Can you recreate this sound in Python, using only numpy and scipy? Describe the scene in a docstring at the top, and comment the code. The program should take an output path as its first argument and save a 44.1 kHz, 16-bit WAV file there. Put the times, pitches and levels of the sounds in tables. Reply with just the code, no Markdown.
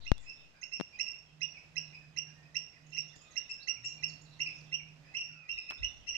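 """A near bird, to the right, repeats a short two-part chip: a nasal lead-in, then a rising two-pulse note.
Its flock answers from deeper in the trees with the same partials, softer and more echoed. A small warbler
twitters and far birds whistle in gliding sines; decaying noise tails make the forest echo of every call.
Under this dawn chorus lie shaped-noise air and a low wavering hum. The hand-held microphone adds pops
(leaking jumps), knocks (decaying noise) and rumble (bass noise)."""
import sys
import numpy as np
from scipy import signal
from scipy.fft import rfft, irfft, next_fast_len
from scipy.io import wavfile
from scipy.ndimage import map_coordinates

SR = 44100
rng = np.random.default_rng(int(sys.argv[2]) if len(sys.argv) > 2 else 0)


def store_wav(level_fs):
    """Save 16-bit WAV to argv[1]."""
    pcm = np.round(np.clip(np.atleast_2d(level_fs), -1, 1) * 32767)
    wavfile.write(sys.argv[1], SR, pcm.T.astype(np.int16))


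N = 272097

CHIP_LEAD_S = .02  # room for the lead-in ahead of a chip's main note

# The warbler's kinds of note. Each entry: length in seconds, end pitch over start pitch, pitch roughness
# as a fraction.
WARBLER_NOTES = {"up": (.015, 1.19, .016), "flick": (.012, .8, .022), "down": (.028, .79, .028),
                 "buzz": (.025, .88, .055), "slide": (.035, 1.1, .025), "trill": (.08, .91, .075)}


def amp(db):
    """Decibels to gain."""
    return 10 ** (np.asarray(db) / 20)


def unit(x):
    """Scale to rms 1."""
    return x / np.sqrt(np.mean(x ** 2) + 1e-20)


def along(points, hz):
    """(Hz, value) points read on a log frequency axis."""
    f, v = np.transpose(points)
    return np.interp(np.log(hz + 1), np.log(f + 1), v)


def curve(rows):
    """(seconds, value) rows drawn as a line, one value per sample."""
    return np.interp(np.arange(N) / SR, *np.transpose(rows))


def wobble(rate, size=N):
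    """A smooth random curve with rate knots a second."""
    knots = rng.standard_normal(int(size * rate / SR) + 4)
    return map_coordinates(knots, [np.arange(size) * rate / SR])


def filtered(x, response):
    """x with its spectrum multiplied by a response of frequency."""
    m = next_fast_len(x.shape[-1] + SR // 4)
    spectrum = rfft(x, m) * response(np.fft.rfftfreq(m, 1 / SR))
    return irfft(spectrum, m)[..., :x.shape[-1]]


def sides(balance_db):
    """Left and right gains of mean power 1; a positive balance leans left."""
    g = amp(np.array([[.5], [-.5]]) * balance_db)
    return g / np.sqrt(np.mean(g ** 2, axis=0))


def add(out, s, x):
    """Mix x into out from time s in seconds."""
    i = max(round(s * SR), 0)
    out[:, i:i + x.shape[1]] += x[:, :max(N - i, 0)]


def gate(t, start, end, edge):
    """1 from start to end, with soft edges."""
    return (np.tanh((t - start) / edge) - np.tanh((t - end) / edge)) / 2


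def echoes(x, leaves_db, forest_db, leaves_t60, balance_db):
    """Near foliage scatters a sound quickly; the trunks behind give a long tail, duller on the left."""
    # The forest's decay. Each row: frequency in Hz, time to fall 60 dB in seconds.
    forest_decay = [(1500, 0.53), (2700, 0.42), (5500, 0.4), (9000, 0.3)]
    hz, t, bins = signal.stft(rng.standard_normal((2, SR * 3 // 4)), SR, nperseg=256)
    decay = amp(-60 * t / along(forest_decay, hz)[:, None])
    far = signal.istft(bins * decay, SR, nperseg=256)[1]
    t = np.arange(far.shape[1]) / SR
    far = far * (1 - np.exp(-t / 0.03))
    near = rng.standard_normal(far.shape) * amp(-60 * t / leaves_t60) * (1 - np.exp(-t / 0.0025))
    tail = (amp(leaves_db) * unit(near) + amp(forest_db) * unit(far)) / np.sqrt(len(t))
    wet = signal.fftconvolve(x[None], tail, axes=1)
    # balance_db is reached at 4 kHz, and grows from nothing in the bass
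    return filtered(wet, lambda hz: sides(balance_db * np.minimum(hz / 4000, 1.5)))


def chip(pitch_hz, length, octave_db, lead_db, rise, rough, attack):
    """The five partials of one chip: a low nasal lead-in, then a jump to a rising two-pulse note."""
    t = np.arange(int((length + 2 * CHIP_LEAD_S) * SR)) / SR - CHIP_LEAD_S
    u = np.clip(t / length, 0, 1.3)  # progress through the main note
    bend = rise * (np.sin(1.874 * u) - .65)
    hz = pitch_hz * (1 + bend + rough * wobble(706.4, size=len(t)))
    phase = 2 * np.pi * np.cumsum(hz) / SR

    pinch = .38 + rng.normal(0, 0.053)  # the note nearly stops between its two pulses
    shape_db = -14 * np.exp(-((u - pinch) / .07) ** 2) - 28 * np.maximum(u - .65, 0)
    note = gate(t, 0, length, attack) * amp(shape_db + 1.4 * wobble(234, size=len(t)))
    note *= np.sqrt(2 * length * SR / np.sum(note ** 2))
    # the octave flares as it sweeps through the beak's resonance
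    beak = amp(-7.5 + 11.16 * np.exp(-((u - pinch - .16) / .15) ** 2))
    main_gains = [1, amp(octave_db) * beak, amp(-39), amp(-57.5), amp(-49) * beak]

    lead_hz = (2160 + 23000 * np.clip(t, -.02, .004)) * (1 + rng.normal(0, .012))
    lead_phase = 2 * np.pi * np.cumsum(lead_hz) / SR
    lead = amp(lead_db + 4) * gate(t, -0.0087, -0.0007, .0017)
    nasal_gains = [1, amp(-13 + octave_db), amp(-7.5 + 2 * min(octave_db, 2)), amp(-45), 0]

    partials = []
    for k, (main_gain, nasal_gain) in enumerate(zip(main_gains, nasal_gains), 1):
        main_part = main_gain * note * np.sin(k * phase)
        partials.append(main_part + nasal_gain * lead * np.sin(k * lead_phase))
    return np.array(partials)


def placed(partials, balance_db, shadow_db):
    """Overtones are shaded further from the left than the fundamental; the far side hears the call later."""
    pair = partials[0] * sides(balance_db) + partials[1:].sum(0) * sides(balance_db + shadow_db)
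    lag = -np.sign(balance_db) * .00027  # seconds the left trails the right
    return filtered(pair, lambda hz: np.exp(np.array([[-1j], [1j]]) * np.pi * hz * lag))


def slur(length, start_hz, end_hz, rough):
    """One gliding note; fast flutter of its pitch turns it from a whistle into a buzz."""
    u = np.linspace(0, 1, int(length * SR))
    hz = (start_hz + (end_hz - start_hz) * u) * (1 + rough * wobble(1300, size=len(u)))
    return 2 * np.sin(np.pi * u) * np.sin(2 * np.pi * np.cumsum(hz) / SR)


def air():
    """Soft wind in the valley: shaped noise, most alike at both microphones in the low bands."""
    # Colour of the air. Each row: frequency in Hz, relative density in dB per Hz.
    colour = [(20, 4.5), (60, 11.5), (150, 7.5), (260, 4.5), (420, 0), (650, 3), (1100, -2), (2000, -2),
              (4500, -7.5), (6500, -9.5), (8200, -18), (9000, -26), (14000, -28)]
    # Stereo lean. 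Each row: frequency in Hz, left-right balance in dB.
    lean = [(50, -2.5), (700, -1.5), (2000, -5.5), (4000, -8.5), (7000, -12.5), (9500, 1.5)]
    # Stereo width. Each row: frequency in Hz, left-right likeness (correlation).
    likeness = [(50, 0.25), (200, 0.64), (700, 0.33), (2000, 0), (6000, 0.044)]
    # Slow swell of the wind. Each row: time in seconds, level in dB before a 7 dB lift.
    breeze = [(0.0, -72), (0.39, -72), (1.44, -73), (2.89, -72), (3.66, -72), (4.09, -69), (5.53, -73),
              (5.98, -71), (6.17, -72)]

    def mid_side(hz):
        turn = np.arccos(np.clip(along(likeness, hz), -1, 1)) / 2
        return amp(along(colour, hz)) * [np.cos(turn), np.sin(turn)]

    mid, side = filtered(rng.standard_normal((2, N)), mid_side)
    pair = filtered(np.array([mid + side, mid - side]), lambda hz: sides(along(lean, hz)))
    return unit(pair) * amp(curve(breeze) + 7 + 1.1 * wobble(5.6))


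def hum():
    """A wavering low sine comes and goes, settling on its pitch each time, with a little rush around it."""
    # Swells. Each row: start in seconds, end in seconds, level in dB before a 2 dB trim, starting pitch in Hz.
    swells = [(1.32, 1.47, -58, 152), (1.72, 2.62, -59.5, 157), (2.81, 3.13, -58.5, 153),
              (3.81, 5.09, -57, 118), (5.26, 5.39, -57.5, 152)]
    settled_hz, settle_s, attack_s, release_s = 153, .08, .05, .06
    rest_db = -75  # level between swells, before the same trim
    t = np.arange(N) / SR
    level, hz = np.full(N, amp(rest_db)), np.full(N, float(settled_hz))
    for start, end, db, start_hz in swells:
        fade_in = (1 + np.tanh((t - start) / attack_s)) / 2
        fade_out = (1 - np.tanh((t - end) / release_s)) / 2
        level += amp(db) * fade_in * fade_out
        hz += (start_hz - settled_hz) * np.exp(-((t - start) / settle_s) ** 2)
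    phase = 2 * np.pi * np.cumsum(hz + 1.5 * wobble(16)) / SR
    tone = np.sqrt(2) * np.sin(phase) * amp(0.88 * wobble(18))
    rush_colour = [(60, -18), (120, -5.5), (150, 7), (190, -14), (300, -11), (900, -56)]  # (Hz, dB)
    rush = unit(filtered(rng.standard_normal(N), lambda hz: amp(along(rush_colour, hz))))
    return (tone + amp(-6) * rush) * level * amp(1.1 * wobble(8) - 2) * sides(-6.5)


def microphone():
    """Electrical pops on the left leak away, knocks on the case ring down, and the hand rumbles in the bass."""
    # Colour of the rumble. Each row: frequency in Hz, relative density in dB per Hz.
    rumble_colour = [(15, -15), (45, 8.5), (100, -2.5), (170, -18.5), (500, -53), (2000, -100)]
    # Shifts of the grip. Each row: centre in seconds, half length in seconds, rumble level in dB.
    grip_shifts = [(.08, .16, -58), (5.56, .025, -54.5), (5.845, .04, -44.5), (6.0, .24, -62)]
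    # Crackles. Each row: start in seconds, jump in dB before filtering, leak time in seconds, low cut in Hz.
    pops = [(0.1177, -6, 0.004, 2.17), (0.8004, -18.5, 0.0033, 144), (.811, -14.5, 0.0081, 138)]
    # Small knocks. Each row: start in seconds, starting level in dB, time to fall 60 dB in seconds,
    # treble limit in Hz, left-right balance in dB.
    knocks = [(0.181, -49.5, 0.0077, 7000, -17), (3.162, -46, .005, 4000, 9.5),
              (3.165, -56.5, 0.11, 230, 4), (3.947, -62.5, 0.0079, 6130, 5.5),
              (5.7078, -40, 0.019, 1610, 6), (5.709, -33, 0.013, 2810, 9.5),
              (5.718, -45.5, 0.063, 2200, -8)]
    rest_db, tremor_db = -81, 3  # the resting hand is never quite still
    t = np.arange(N) / SR
    rumble = unit(filtered(rng.standard_normal((2, N)), lambda hz: amp(along(rumble_colour, hz))))
    grip = amp(rest_db + tremor_db * wobble(5))
    for s, width, db in grip_shifts:
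        grip += amp(db) * np.exp(-((t - s) / width) ** 2)
    out = rumble * grip
    for s, db, leak, cut_hz in pops:
        jump = amp(db) * (t >= s) * np.exp(-abs(t - s) / leak)
        out[0] += filtered(jump, lambda hz: hz ** 8 / (hz ** 8 + cut_hz ** 8) / (1 + (hz / 6500) ** 4))
    t = np.arange(SR // 8) / SR
    for s, db, t60, bright_hz, balance_db in knocks:
        noise = rng.standard_normal((2, len(t)))
        grit = unit(filtered(noise, lambda hz: hz / (hz + 400) / np.hypot(1, (hz / bright_hz) ** 3)))
        add(out, s, amp(db - 60 * t / t60) * grit * sides(balance_db))
    return out


def far_chorus(count=48):
    """Many distant chips and slurs at random pitches, blurred into a wash by echo alone."""
    calls = np.zeros((1, N))
    for k, (when, pitch, size) in enumerate(rng.random((count, 3))):
        s = (k + when) * N / SR / count
        partials = chip(2400 + 380 * pitch, 0.037, octave_db=-4, lead_db=-8.5,
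                        rise=0.077, rough=0.02, attack=0.002)
        add(calls, s, amp(-74 + 3.3 * size) * partials.sum(0)[None])
        glide = slur(.05, 1500 + 3400 * pitch, 1150 + 2900 * pitch, rough=.04)
        add(calls, s, amp(-77.5 + 3 * size) * glide[None])
    return echoes(calls[0], leaves_db=-0.5, forest_db=5, leaves_t60=0.09, balance_db=-7.5)[:, :N]


def whistlers():
    """Slow gliding whistles of far birds, the faint ones mostly echo."""
    # Each row: start in seconds, length in seconds, start pitch in Hz, end pitch in Hz,
    # level in dB before distance shifts it from direct sound to echo.
    whistles = [(2.33, .12, 1860, 1810, -70.5), (3.15, .22, 1160, 1320, -73.5),
                (3.223, .078, 2540, 2480, -64.5), (3.29, .06, 2000, 1900, -69),
                (3.971, .056, 2420, 2370, -59), (5.059, .19, 2560, 2596, -62),
                (5.311, .19, 2750, 2344, -58), (5.35, .19, 1370, 1220, -74), (5.521, .069, 3950, 3600, -65),
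                (5.867, .08, 3660, 3430, -64.5)]
    clear_db, blur_per_db = -56, .05  # the fainter a whistle, the farther off and the more blurred
    out = np.zeros((2, N))
    for s, length, start_hz, end_hz, db in whistles:
        blur = np.clip(blur_per_db * (clear_db - db), 0, 1)
        note = amp(db) * slur(length, start_hz, end_hz, rough=.004 + 0.031 * blur)
        add(out, s, amp(-7 * blur) * note * sides(-14))
        wet = echoes(note, leaves_db=-10, forest_db=-9, leaves_t60=0.1, balance_db=-6)
        add(out, s, amp(7 * blur) * wet)
    return out


def soft_notes():
    """Quick runs of notes of any kind, scattered over the warbler's range: start, kind, pitch, level."""
    # Runs of softer notes. Each row: start in seconds, end in seconds, level in dB.
    runs = [(2.87, 3.35, -71), (4.2, 4.65, -68.5), (5.92, 6.1, -68)]
    notes_per_s, low_hz, high_hz = 17, 3300, 6400
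    kinds = list(WARBLER_NOTES)
    notes = []
    for start, end, db in runs:
        for s in np.arange(start, end, 1 / notes_per_s):
            late, kind, pitch = rng.random(3)
            start_hz = low_hz + (high_hz - low_hz) * pitch
            notes.append((s + late / notes_per_s, kinds[int(kind * len(kinds))], start_hz, db))
    return notes


def warbler():
    """The warbler's twitter of short slurs on the right, ringing in the trees."""
    # Its clearest notes. Each row: start in seconds, kind of note, start pitch in Hz, level in dB.
    clear_notes = [(.003, "trill", 4050, -61), (.047, "up", 5600, -65), (.165, "slide", 3300, -66),
                   (.185, "trill", 7400, -70.5), (.612, "up", 5850, -53.5), (1.56, "down", 2650, -56.5),
                   (2.755, "down", 2200, -64), (2.863, "up", 6000, -67), (2.9, "flick", 7400, -66),
                   (3.09, "slide", 3400, -64.5), (3.128, "down", 2080, -64.5), (3.152, "buzz", 7200, -63.5),
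                   (3.212, "up", 6400, -60.5), (3.305, "buzz", 6900, -62.5), (3.368, "down", 1950, -64.5),
                   (3.496, "flick", 8000, -61), (3.597, "slide", 3750, -60), (3.623, "up", 4030, -52),
                   (3.755, "down", 2740, -55), (3.842, "buzz", 7300, -54.5), (3.872, "buzz", 6900, -57.5),
                   (4.083, "buzz", 7200, -60), (4.081, "up", 4300, -57), (4.097, "flick", 4900, -55),
                   (4.213, "up", 6300, -62), (4.475, "down", 2650, -54), (4.787, "down", 2680, -53.5),
                   (5.772, "slide", 3500, -60)]
    out = np.zeros((2, N))
    for s, kind, start_hz, db in clear_notes + soft_notes():
        length, glide, rough = WARBLER_NOTES[kind]
        note = amp(db) * slur(length, start_hz, start_hz * glide, rough)
        add(out, s, note * sides(-20))
        add(out, s, echoes(note, leaves_db=-3, forest_db=-7.5, leaves_t60=0.34, balance_db=-11))
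    return out


def flock():
    """The same chip from farther off: distance softens its edge and trades direct sound for echo."""
    # The answers. Each row: start in seconds, perch, centre pitch in Hz, length in seconds,
    # level in dB before distance splits it into direct sound and echo.
    answers = [(0.263, "right", 2655, .057, -52), (0.724, "right", 2710, .031, -41.5),
               (0.932, "deep", 2480, .04, -55), (1.065, "right", 2733, .038, -44.5),
               (1.546, "deep", 2550, .046, -55), (1.934, "deep", 2530, .03, -51),
               (2.927, "right", 2765, .039, -47.5), (3.497, "left", 2700, .032, -45),
               (3.845, "left", 2760, .031, -43.5), (4.461, "ahead", 2620, .022, -40),
               (5.184, "ahead", 2712, .049, -43), (5.578, "ahead", 2648, .02, -41),
               (5.69, "ahead", 2612, .022, -43), (6.076, "left", 2800, .027, -41)]
    # The birds by perch. 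Each entry: octave over fundamental in dB before the beak,
    # left-right balance in dB, distance from 0 to 1.
    perches = {"right": (0, -20, .58), "deep": (-10, -12, .65), "left": (2.5, 17, .55),
               "ahead": (-3, 1, .08)}
    out = np.zeros((2, N))
    for s, perch, pitch_hz, length, db in answers:
        octave_db, balance_db, distance = perches[perch]
        partials = amp(db) * chip(pitch_hz, length, octave_db, lead_db=-15.5, rise=0.0454,
                                  rough=0.018, attack=0.00076 + 0.0089 * distance)
        start = s - CHIP_LEAD_S
        add(out, start, amp(1.5 - 5.7 * distance) * placed(partials, balance_db, shadow_db=-5))
        add(out, start, echoes(partials.sum(0), leaves_db=-3.5 + 6.6 * distance, forest_db=-3,
                               leaves_t60=0.15, balance_db=-7))
    return out


def near_bird():
    """Clear chips from the nearest tree, duller and more central as the microphone swings away."""
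    # Each row: start of the main note in seconds, centre pitch in Hz, length in seconds,
    # level in dB before a 2.8 dB trim.
    chips = [(0.066, 2720, .022, -41), (0.63, 2710, .018, -39.6), (0.998, 2715, .026, -32.5),
             (1.417, 2730, .028, -35), (1.767, 2750, .027, -34.5), (2.173, 2755, .026, -34.5),
             (2.555, 2725, .026, -34), (2.975, 2725, .022, -34.5), (3.366, 2745, .022, -35),
             (3.683, 2750, .023, -31.5), (4.035, 2735, .018, -32), (4.403, 2755, .0275, -32.5),
             (4.727, 2780, .032, -32.5), (5.149, 2755, .036, -35), (5.493, 2740, .038, -35.5),
             (5.832, 2800, .025, -32), (6.152, 2820, .028, -32)]
    turn_s = (3.9, 4.5)  # the swing starts and ends
    # before and after the swing: octave over fundamental at full voice in dB, left-right balance in dB,
    # lead-in in dB, attack in seconds, pitch roughness, foliage echo in dB, echo balance in dB
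    facing = (2.6, -27, -10, .0007, .011, -2, -13.5)
    turned = (-4.3, -9, -14.5, .002, .017, -1, -9)
    full_voice_db, dulling = -37.5, 2.2  # below full voice the octave loses this many dB per dB
    mean_rise, rise_scatter, lead_scatter_db = .075, .013, 1.2  # no two chips bend or start quite alike
    out = np.zeros((2, N))
    for s, pitch_hz, length, db in chips:
        settings = [np.interp(s, turn_s, pair) for pair in zip(facing, turned)]
        octave_db, balance_db, lead_db, attack, rough, leaves_db, echo_balance_db = settings
        octave_db += dulling * min(db - full_voice_db, 0)
        lead_db += rng.normal(0, lead_scatter_db)
        rise = mean_rise + rng.normal(0, rise_scatter)
        partials = amp(db - 2.8) * chip(pitch_hz, length, octave_db, lead_db, rise, rough, attack)
        start = s - CHIP_LEAD_S
        add(out, start, placed(partials, balance_db, shadow_db=-5.5))
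        add(out, start, echoes(partials.sum(0), leaves_db=leaves_db, forest_db=-10.5,
                               leaves_t60=0.15, balance_db=echo_balance_db))
    return out


def scene():
    """All the birds over the quiet hillside, with the microphone's own noises."""
    background = air() + hum() + microphone()
    distant_birds = far_chorus() + whistlers()
    return background + distant_birds + warbler() + flock() + near_bird()


def record(dry):
    """A sharp band limit removes the extreme treble; the sound starts and stops softly."""
    top_hz = 15100
    edges = gate(np.arange(N) / SR, .002, N / SR - .002, .0007)
    return filtered(dry * edges, lambda hz: hz < top_hz)


dry = scene()
out = record(dry)
store_wav(out)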